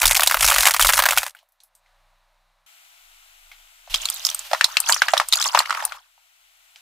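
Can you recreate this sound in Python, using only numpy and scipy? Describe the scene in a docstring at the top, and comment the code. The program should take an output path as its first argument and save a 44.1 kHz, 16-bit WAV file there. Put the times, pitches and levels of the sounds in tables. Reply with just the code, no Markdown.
"""Dense snaps of hollow plastic toys shattering under a slow car tyre on asphalt: torn noise ringing panels.
Then, in a second setting, slime-filled drink cans buckle in close clusters of ringing clanks over crackle
and a louder uneven background hiss. Below lie low tyre thuds, shaped-noise street hiss and an engine built
from a wavering firing tone. The toys sound from one point, the cans across a spaced pair;
a low cut thins all but thuds and engine."""
import sys
import numpy as np
from scipy import signal
from scipy.fft import rfft, irfft
from scipy.io import wavfile

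SR = 44100
rng = np.random.default_rng(int(sys.argv[2]) if len(sys.argv) > 2 else 0)


def store_pcm(level_fs):
    """Save levels as 16-bit WAV."""
    pcm = np.round(np.clip(level_fs, -1, 1) * 32767).astype(np.int16)
    wavfile.write(sys.argv[1], SR, np.atleast_2d(pcm).T)


N = 300300


def amp(db):
    """Decibels to gain."""
    return 10 ** (np.asarray(db) / 20)


def rms_one(x):
    """Scale to unit rms, all channels together."""
    return x / np.sqrt(np.mean(x ** 2) + 1e-20)


def in_time(rows):
    """Columns of a curve table, and a gate that is open while the table lasts."""
    s, *columns = np.transpose(rows)
    t = np.arange(N) / SR
    return [np.interp(t, s, c) for c in columns], (t >= s[0]) & (t <= s[-1])


def spells(start_s, end_s, db, rise_db_per_s, sag_db_per_s, fall_db_per_s):
    """Level in dB: each spell rises to its start, sags while it lasts, falls after its end; the loudest wins."""
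    t = np.arange(N)[:, None] / SR
    rise = rise_db_per_s * np.maximum(start_s - t, 0)
    sag = sag_db_per_s * np.clip(t - start_s, 0, end_s - start_s)
    fall = fall_db_per_s * np.maximum(t - end_s, 0)
    return (db - rise - sag - fall).max(axis=1)


def wander(rate_hz):
    """Slow random curve of unit rms: noise through two equal low-pass poles."""
    r = np.exp(-2 * np.pi * rate_hz / SR)
    noise = rng.standard_normal(N + SR)
    return rms_one(signal.lfilter([1], [1, -2 * r, r * r], noise)[SR:])   # first second settles the filter


def fade(t60_s, count):
    """Exponential decay, 60 dB in t60_s."""
    return amp(-60 * np.arange(count) / (t60_s * SR))


def resonate(x, hz, cycles):
    """A two-pole resonance that decays 60 dB within so many cycles."""
    r = amp(-60 * hz / (cycles * SR))
    return signal.lfilter([1, 0, -1], [1, -2 * r * np.cos(2 * np.pi * hz / SR), r * r], x)


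def band(x, low_hz, high_hz):
    """Band-pass."""
    return signal.sosfilt(signal.butter(2, [low_hz, high_hz], "band", fs=SR, output="sos"), x)


def place(pair, left_right_db):
    """The nearer microphone hears it louder."""
    return pair * amp([left_right_db / 2, -left_right_db / 2]).reshape(2, -1)


def cracks(rows, cycles, crack_t60_s, treble_t60_s, ring_db, treble_db, tail_db, tail_t60_s, alike,
           scatter_db, blow_db, reach, body_hz, body_db, quickening, count=2400):
    """A blow and a short tear ring a panel, its neighbour and the body; high breaks tear quicker, ring more cycles."""
    out = np.zeros((2, N + count))
    n = np.arange(count)
    rise = np.minimum(n / 45, 1)
    for s, peak_db, hz, *own_treble_db in rows:
        shared, left, right = rng.standard_normal((3, count))
        tear = rise * (np.sqrt(alike) * shared + np.sqrt(1 - alike) * np.array([left, right]))
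        short = (body_hz / hz) ** quickening
        tail = amp(tail_db) * short * fade(tail_t60_s * short, count)
        slow = tear * (fade(crack_t60_s * short, count) + tail)
        fast = tear * (fade(treble_t60_s, count) + tail * short)
        # one cycle of the ring
        blow = amp(blow_db) * np.sin(np.minimum(2 * np.pi * hz * n / SR, 2 * np.pi))

        torn = rms_one(band(slow, hz / reach, np.clip(hz * reach, 5000, SR / 3)))
        treble = rms_one(band(fast, 4000, 19000))
        crack = rms_one(torn + amp(treble_db + sum(own_treble_db)) * treble)

        ring_cycles = cycles / short ** 2
        neighbour_hz = min(hz * (1.4 + 0.12 * rng.standard_normal()), SR / 3)
        panel = rms_one(resonate(fast + blow, hz, ring_cycles))
        neighbour = rms_one(resonate(slow + blow, neighbour_hz, ring_cycles))
        body = rms_one(resonate(fast + blow, body_hz, cycles))
        crack = crack + amp(ring_db) * panel + amp(ring_db - 7.5) * neighbour + amp(body_db) * body

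        crack = crack * amp(peak_db) / np.abs(crack).max()
        at = round(s * SR)
        out[:, at:at + count] += place(crack, scatter_db * rng.standard_normal())
    return out[:, :N]


def crackle(level_db, per_s, spread_db, cycles, low_hz, high_hz, treble_db, grain_t60_s, width, clump_db):
    """Clumps of small uneven breaks, dealt to panels of 16 pitches, each with a spit of treble."""
    born = rng.random(N) < per_s * amp(clump_db * wander(15)) / SR
    sizes = amp(spread_db * np.minimum(rng.exponential(1, N), 4)) * born
    tearing = signal.lfilter([1], [1, -amp(-60 / (grain_t60_s * SR))], sizes + 1e-18)
    mid, side = rng.standard_normal((2, N)) * tearing
    pair = mid + width * side * [[1], [-1]]

    dealt = rng.integers(0, 16, N // 300 + 1).repeat(300)[:N]   # a new panel every 300 samples
    rings = 0
    for k, hz in enumerate(np.geomspace(low_hz, high_hz, 16)):
        rings = rings + rms_one(resonate(pair * (dealt == k) + 1e-18, hz, cycles))
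    spit = rms_one(band(pair, 4300, 12000))
    return amp(level_db) * (rms_one(rings) + amp(treble_db) * spit)


# Plastic shells breaking. Each row: start in seconds, peak in dB before overload and low cut.
SHELL_SNAPS = [(0.017, -1), (0.03, -2), (0.037, -5.5), (0.042, -4.5), (0.055, 2), (0.08, -3.5),
               (0.11, -1.5), (0.151, -4.5), (0.163, -6), (0.168, 1), (0.174, -7.5), (0.195, 0.5),
               (0.206, -1), (0.22, -3), (0.233, -1), (0.267, -15), (0.273, 5.5), (0.297, -8.5), (0.311, 1),
               (0.321, -5), (0.343, 1.5), (0.37, -3.5), (0.395, -13), (0.408, -2), (0.428, 1.5),
               (0.444, -2.5), (0.45, -1.5), (0.463, -1), (0.476, -1), (0.485, 0.5), (0.501, -1),
               (0.514, -3.5), (0.52, -2.5), (0.528, -6), (0.541, -2.5), (0.561, -0.5), (0.583, 0.5),
               (0.607, -1), (0.624, -4.5), (0.632, -3), (0.654, -0.5), (0.665, -0.5), (0.67, 2.5),
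               (0.683, -2), (0.708, -4.5), (0.738, -5), (0.744, -2.5), (0.764, -5.5), (0.795, 0),
               (0.812, 0.5), (0.824, 0), (0.847, -1.5), (0.869, -1.5), (0.89, 0), (0.896, -6.5),
               (0.902, -3), (0.934, 1.5), (0.971, -8), (0.977, -3.5), (0.991, 1.5), (1.0, -3),
               (1.022, -4.5), (1.037, -2), (1.055, -0.5), (1.061, -0.5), (1.087, -1.5), (1.097, -9.5),
               (1.108, -0.5), (1.122, -5), (1.131, -6.5), (1.157, -20), (1.165, -11.5), (1.174, -1),
               (1.182, 1.5), (1.218, -16), (1.231, -9.5), (1.264, -14), (1.28, -24)]
# Plastic splintering under load; first row is the bed between surges.
# Each row: start in seconds, end in seconds, level at the start in dB.
SPLINTER_SPELLS = [(0, 1.3, -31.5), (0.06, 0.18, -23.5), (0.412, 0.72, -23), (0.798, 1.0, -24)]
SPLINTER_RISE_DB_PER_S, SPLINTER_SAG_DB_PER_S, SPLINTER_FALL_DB_PER_S = 1499, 7, 1797
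PANEL_LOW_HZ, PANEL_HIGH_HZ = 1250, 6000
BIG_TOY_S = 1.045   # from here the largest toy breaks, ringing only the lower half of the range (in octaves)


def toys():
    """Loud snaps, each ringing a panel of random pitch, over denser, quieter splintering."""
    starts_s = np.array(SHELL_SNAPS)[:, :1]
    share_of_range = np.where(starts_s < BIG_TOY_S, 1, 0.5)
    height = rng.random((len(SHELL_SNAPS), 1)) ** 2 * share_of_range   # low panels are commoner
    panels_hz = PANEL_LOW_HZ * (PANEL_HIGH_HZ / PANEL_LOW_HZ) ** height
    snaps = cracks(np.hstack([SHELL_SNAPS, panels_hz]), cycles=8.9, crack_t60_s=0.026, treble_t60_s=0.016,
                   ring_db=-5.5, treble_db=0.2, tail_db=-17.5, tail_t60_s=0.13, alike=1, scatter_db=0,
                   blow_db=-2, reach=4.4, body_hz=1080, body_db=-17, quickening=0.1)

    load_db = spells(*np.transpose(SPLINTER_SPELLS),
                     SPLINTER_RISE_DB_PER_S, SPLINTER_SAG_DB_PER_S, SPLINTER_FALL_DB_PER_S)
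    splinters = crackle(load_db, per_s=550, spread_db=3.0, cycles=3.3, low_hz=970, high_hz=5000,
                        treble_db=0.5, grain_t60_s=0.005, width=0, clump_db=-1)
    return snaps + splinters


# Can walls buckling. Each row: start in seconds, peak in dB before panning, overload and low cut,
# ring in Hz, treble in dB (its excess over the peak sets the brightness).
CAN_BUCKLES = [(3.942, -5, 3170, -16), (3.946, -4, 3330, -12), (3.958, -12, 3680, -14),
               (4.055, -4, 4190, -13), (4.087, -12, 3380, -19), (4.1, -6, 8950, -13),
               (4.142, -16.5, 11440, -24), (4.25, -1.5, 5210, -26), (4.261, -10, 6540, -15.5),
               (4.267, -4.5, 5270, -25), (4.289, -9, 3590, -11), (4.3, -11, 6100, -3),
               (4.313, -19.5, 3190, -17), (4.346, -7.5, 8500, -12), (4.392, -14.5, 7670, -11),
               (4.513, -13, 640, -41), (4.532, -1.5, 780, -37), (4.547, -8.5, 1250, -18),
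               (4.61, 1, 1794, -28), (4.643, 4, 4126, -9.5), (4.769, 1.5, 2706, -11),
               (4.802, -2, 8670, -14), (4.888, -3.5, 6600, -13.5), (4.895, -3, 1620, -26.5),
               (4.9, -4, 8140, -14.5), (4.923, 1.5, 4550, -17.5), (4.944, -5.5, 5800, -15),
               (4.963, -12, 1330, -31.5), (5.019, 2, 1480, -18), (5.084, -4.5, 1830, -29),
               (5.093, -15.5, 1380, -26), (5.135, 1.5, 740, -31), (5.168, -8, 1160, -20),
               (5.177, -3, 3810, -18), (5.199, 0.5, 1200, -33), (5.214, -10, 910, -35.5),
               (5.286, -11.5, 8800, -22.5), (5.325, 0, 4010, -17.5), (5.333, -0.5, 3700, -5.5),
               (5.337, -1.5, 4000, -11.5), (5.356, -4, 7100, -5), (5.399, -8.5, 5250, -14.5),
               (5.404, -14.5, 1370, -30.5), (5.414, -8.5, 5360, -21), (5.425, -6, 3920, -29),
               (5.441, -9, 5330, -28), (5.458, -11, 1150, -28), (5.466, -16.5, 6000, -21),
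               (5.548, 2, 935, -18), (5.574, -1, 1170, -5.5), (5.59, 1.5, 4400, -12.5),
               (5.603, -5.5, 1150, -38), (5.658, -15, 2180, -34), (5.695, -13, 1310, -36),
               (5.706, -5, 1350, -38), (5.726, -11, 1310, -42), (5.748, -15.5, 1840, -44),
               (5.796, -18.5, 1140, -41), (5.824, -15.5, 870, -24), (5.851, -2, 9370, -20),
               (5.921, -18.5, 1320, -44)]
# Tin crumpling under load. Each row: start in seconds, end in seconds,
# level of the crackle at the start in dB, level of the low body at the start in dB.
CRUMPLE_SPELLS = [(3.955, 4.286, -35, -52), (4.616, 4.89, -43.5, -40), (4.902, 4.923, -19, -29),
                  (5, 5.203, -38.5, -38.5), (5.357, 5.489, -25.5, -31.5), (5.539, 5.61, -28, -28),
                  (5.701, 5.838, -38, -30.5), (5.908, 5.938, -45, -40.5)]
CRUMPLE_RISE_DB_PER_S, CRUMPLE_SAG_DB_PER_S, CRUMPLE_FALL_DB_PER_S = 304, 12, 198
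# The tyre rolls from the right to the middle. Each row: time in seconds, left over right in dB.
CAN_PAN = [(4.4, -1), (4.6, 0)]


def cans():
    """Buckles over fine crackle and the low, dense crumple of the can bodies, with an uneven hiss behind."""
    rows = [(s, peak_db, hz, treble_db - peak_db) for s, peak_db, hz, treble_db in CAN_BUCKLES]
    buckles = cracks(rows, cycles=11.7, crack_t60_s=0.02, treble_t60_s=0.011, ring_db=9.5, treble_db=2.6,
                     tail_db=-13, tail_t60_s=0.12, alike=0.51, scatter_db=3.0, blow_db=-1.5, reach=2.51,
                     body_hz=1290, body_db=-7, quickening=0.3)

    start_s, end_s, *levels_db = np.transpose(CRUMPLE_SPELLS)
    crackle_db, body_db = [spells(start_s, end_s, db, CRUMPLE_RISE_DB_PER_S, CRUMPLE_SAG_DB_PER_S,
                                  CRUMPLE_FALL_DB_PER_S) for db in levels_db]
    fine = crackle(crackle_db, per_s=890, spread_db=2.7, cycles=25.0, low_hz=2600, high_hz=7500,
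                   treble_db=-19, grain_t60_s=0.008, width=1.0, clump_db=2.0)
    bodies = crackle(body_db, per_s=1200, spread_db=3.0, cycles=15.0, low_hz=850, high_hz=1700,
                     treble_db=-26.5, grain_t60_s=0.012, width=0.53, clump_db=2.5)
    (pan_db,), _ = in_time(CAN_PAN)
    return place(buckles + fine + bodies + uneven_hiss(), pan_db)


# Louder background hiss between two abrupt level jumps.
# Each row: time in seconds, level in dB before the mix to the pair.
UNEVEN_HISS_LEVEL = [(3.898, -39.5), (4.45, -43), (5.968, -52.5)]
# Its colour. Each row: frequency in Hz, relative density in dB per Hz.
UNEVEN_HISS_SPECTRUM = [(450, -32.5), (616, -5.5), (1750, -7), (3090, -1), (11300, -12.5), (12800, -8.5),
                        (16000, -16.5)]
UNEVEN_HISS_WAVER_DB = 2.2   # rms


def uneven_hiss():
    """Shaped noise with a randomly wavering level, partly shared by the pair."""
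    shared, left, right = hiss(UNEVEN_HISS_LEVEL, UNEVEN_HISS_SPECTRUM, channels=3)
    return amp(UNEVEN_HISS_WAVER_DB * wander(23)) * (shared + 0.96 * np.array([left, right]))


# Shards and grit settling. Each row: start in seconds, peak in dB before the low cut,
# ring in Hz, own treble in dB added to the common treble.
SETTLING_TICKS = [(1.314, -53, 8950, 8), (1.349, -31, 1580, 2), (1.368, -41, 3030, 4),
                  (1.389, -41.5, 3070, -3), (1.428, -46, 686, 3), (1.488, -54, 11950, 4),
                  (1.521, -51, 11800, -1), (1.603, -39, 4260, -11), (1.635, -37.5, 11030, 9),
                  (1.751, -41.5, 8500, 1), (1.861, -50, 2153, -16), (3.516, -31, 2204, -6),
                  (3.875, -32, 700, -14), (6.178, -47, 929, -28), (6.759, -32, 2806, -21)]


def settling():
    """Faint single breaks, nearly alike in both channels."""
    return cracks(SETTLING_TICKS, cycles=14.0, crack_t60_s=0.0091, treble_t60_s=0.016, ring_db=4.1,
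                  treble_db=1.8, tail_db=-9, tail_t60_s=0.22, alike=0.99, scatter_db=0.5, blow_db=5.0,
                  reach=2.4, body_hz=860, body_db=-10.5, quickening=0.11)


# Tyre thudding over the heap. Each row: time in seconds, level of the lowest band in dB.
TYRE_THUDS = [(.08, -24), (.45, -25.5), (.6, -32), (.87, -27), (.97, -33)]
THUD_RISE_DB_PER_S, THUD_FALL_DB_PER_S = 248, 249.5
ROLL_END_S, ROLL_DB = 1.2, -50.5   # steady rumble between thuds


def thud():
    """The tyre's carcass booms in two low resonances, with a faint third band of noise above."""
    s, db = np.transpose(TYRE_THUDS)
    start_s, end_s, db = np.append(s, 0), np.append(s, ROLL_END_S), np.append(db, ROLL_DB)
    level_db = spells(start_s, end_s, db, THUD_RISE_DB_PER_S, 0, THUD_FALL_DB_PER_S)
    push = rng.standard_normal((3, N))
    boom = rms_one(band(push[0], 29, 40))
    boom = boom + amp(-12.0) * rms_one(band(push[1], 76, 98))
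    boom = boom + amp(-27.5) * rms_one(band(push[2], 125, 150))
    return amp(level_db) * boom


# Engine, first setting. Each row: time in seconds, firing rate in Hz, level of the firing tone in dB.
IDLE_FIRST = [(1.3, 29.88, -88.5), (2.07, 30.35, -64), (2.662, 31.2, -72)]
# Engine, second setting: the level jumps up abruptly, then dies away.
# Each row: time in seconds, firing rate in Hz, level of the firing tone in dB.
IDLE_SECOND = [(2.663, 24.4, -93.5), (3.1, 24.27, -66), (3.89, 27.4, -71), (3.91, 28, -40),
               (4.2, 30.4, -63.5), (5.96, 32.4, -69.5), (6.0, 31.6, -86), (6.81, 34.2, -81)]
# Overtones, first setting. Each row: multiple of the firing rate, level relative to the firing tone in dB.
IDLE_OVERTONES = [(3, -21), (5, -20), (7, -34), (11, -32), (15, -35)]
STEADY_WAVER_DB, LOADED_WAVER_DB = 2.4, 7   # rms for each overtone; the whole tone wavers half as much


def engine(rows, overtones, waver_db):
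    """The firing tone wavers; the exhaust pipe favours its odd multiples."""
    (hz, level_db), gate = in_time(rows)
    turn = 2 * np.pi * np.cumsum(hz) / SR
    tone = np.sin(turn)
    for multiple, db in overtones:
        tone = tone + amp(db + waver_db * wander(7.5)) * np.sin(round(multiple) * turn)
    return gate * amp(level_db + waver_db / 2 * wander(3.4)) * np.sqrt(2) * tone


def hiss(rows, spectrum, channels):
    """Smooth noise of a given spectrum, levelled over time."""
    (level_db,), gate = in_time(rows)
    hz, db = np.transpose(spectrum)
    bins_hz = np.linspace(1, SR / 2, N // 2 + 1)
    colour = amp(np.interp(np.log(bins_hz), np.log(hz), db))
    noise = irfft(rfft(rng.standard_normal((channels, N))) * colour, N)
    return gate * amp(level_db) * rms_one(noise)


# Far hiss, first setting. Each row: time in seconds, level in dB before the low cut.
STREET_FIRST = [(1.3, -65), (1.5, -73.5), (1.75, -69.5), (1.9, -64), (2.662, -68.5)]
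# Its colour. Each row: frequency in Hz, relative density in dB per Hz.
SPECTRUM_FIRST = [(260, -42.5), (450, -15.5), (979, -13), (1630, -18.5), (3280, -25), (3870, -21.5),
                  (4990, -29.5), (16000, -38.5)]


def street_first():
    """Far street hiss from one point."""
    return hiss(STREET_FIRST, SPECTRUM_FIRST, channels=1)


# Far hiss, second setting. Each row: time in seconds, level in dB before the mix to the pair.
STREET_SECOND = [(2.663, -56), (5.965, -56.5), (5.972, -65), (6.81, -59)]
# Its colour. Each row: frequency in Hz, relative density in dB per Hz.
SPECTRUM_SECOND = [(450, -38), (650, -8.5), (1150, -9.5), (1400, -3.5), (1740, -8.5), (2000, -4),
                   (2930, -3), (4870, -10.5), (9500, -9.5), (11200, -18), (12700, -8), (16000, -18.5)]
STREET_PAN_DB, STREET_LAG_SAMPLES = -2, 12


def street_second():
    """The street lies to the left of the pair: louder and earlier there, partly shared."""
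    shared, left, right = hiss(STREET_SECOND, SPECTRUM_SECOND, channels=3)
    near = shared + 1.74 * left
    far = np.roll(shared, STREET_LAG_SAMPLES) + 0.2 * right
    return place(np.array([near, far]), STREET_PAN_DB)


LOW_CUT_HZ = 453.5
LOPSIDED = 0.034   # share of the squared signal that the pair's amplifier adds


def scene():
    """Toys first, then cans; microphones overload and a low cut takes the body of the crushing away."""
    low_cut = signal.cheby2(8, 37, LOW_CUT_HZ, "high", fs=SR, output="sos")
    first = signal.sosfilt(low_cut, np.clip(toys(), -1, 1) + settling() + street_first())
    second = signal.sosfilt(low_cut, np.clip(cans(), -1, 1) + street_second())
    second = second + LOPSIDED * band(second.mean(axis=0) ** 2, 90, 450)
    # deep rumble bypasses the low cut
    engines = engine(IDLE_FIRST, IDLE_OVERTONES, STEADY_WAVER_DB)
    engines = engines + engine(IDLE_SECOND, [(3, -30.0)], LOADED_WAVER_DB)
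    return first + second + thud() + engines


CUTOFF_HZ = 16400


def record(dry):
    """The loudest cracks overload; the top is cut."""
    top_cut = signal.cheby2(12, 60, CUTOFF_HZ, fs=SR, output="sos")
    return signal.sosfilt(top_cut, np.clip(dry, -1, 1))


dry = scene()
out = record(dry)
store_pcm(out)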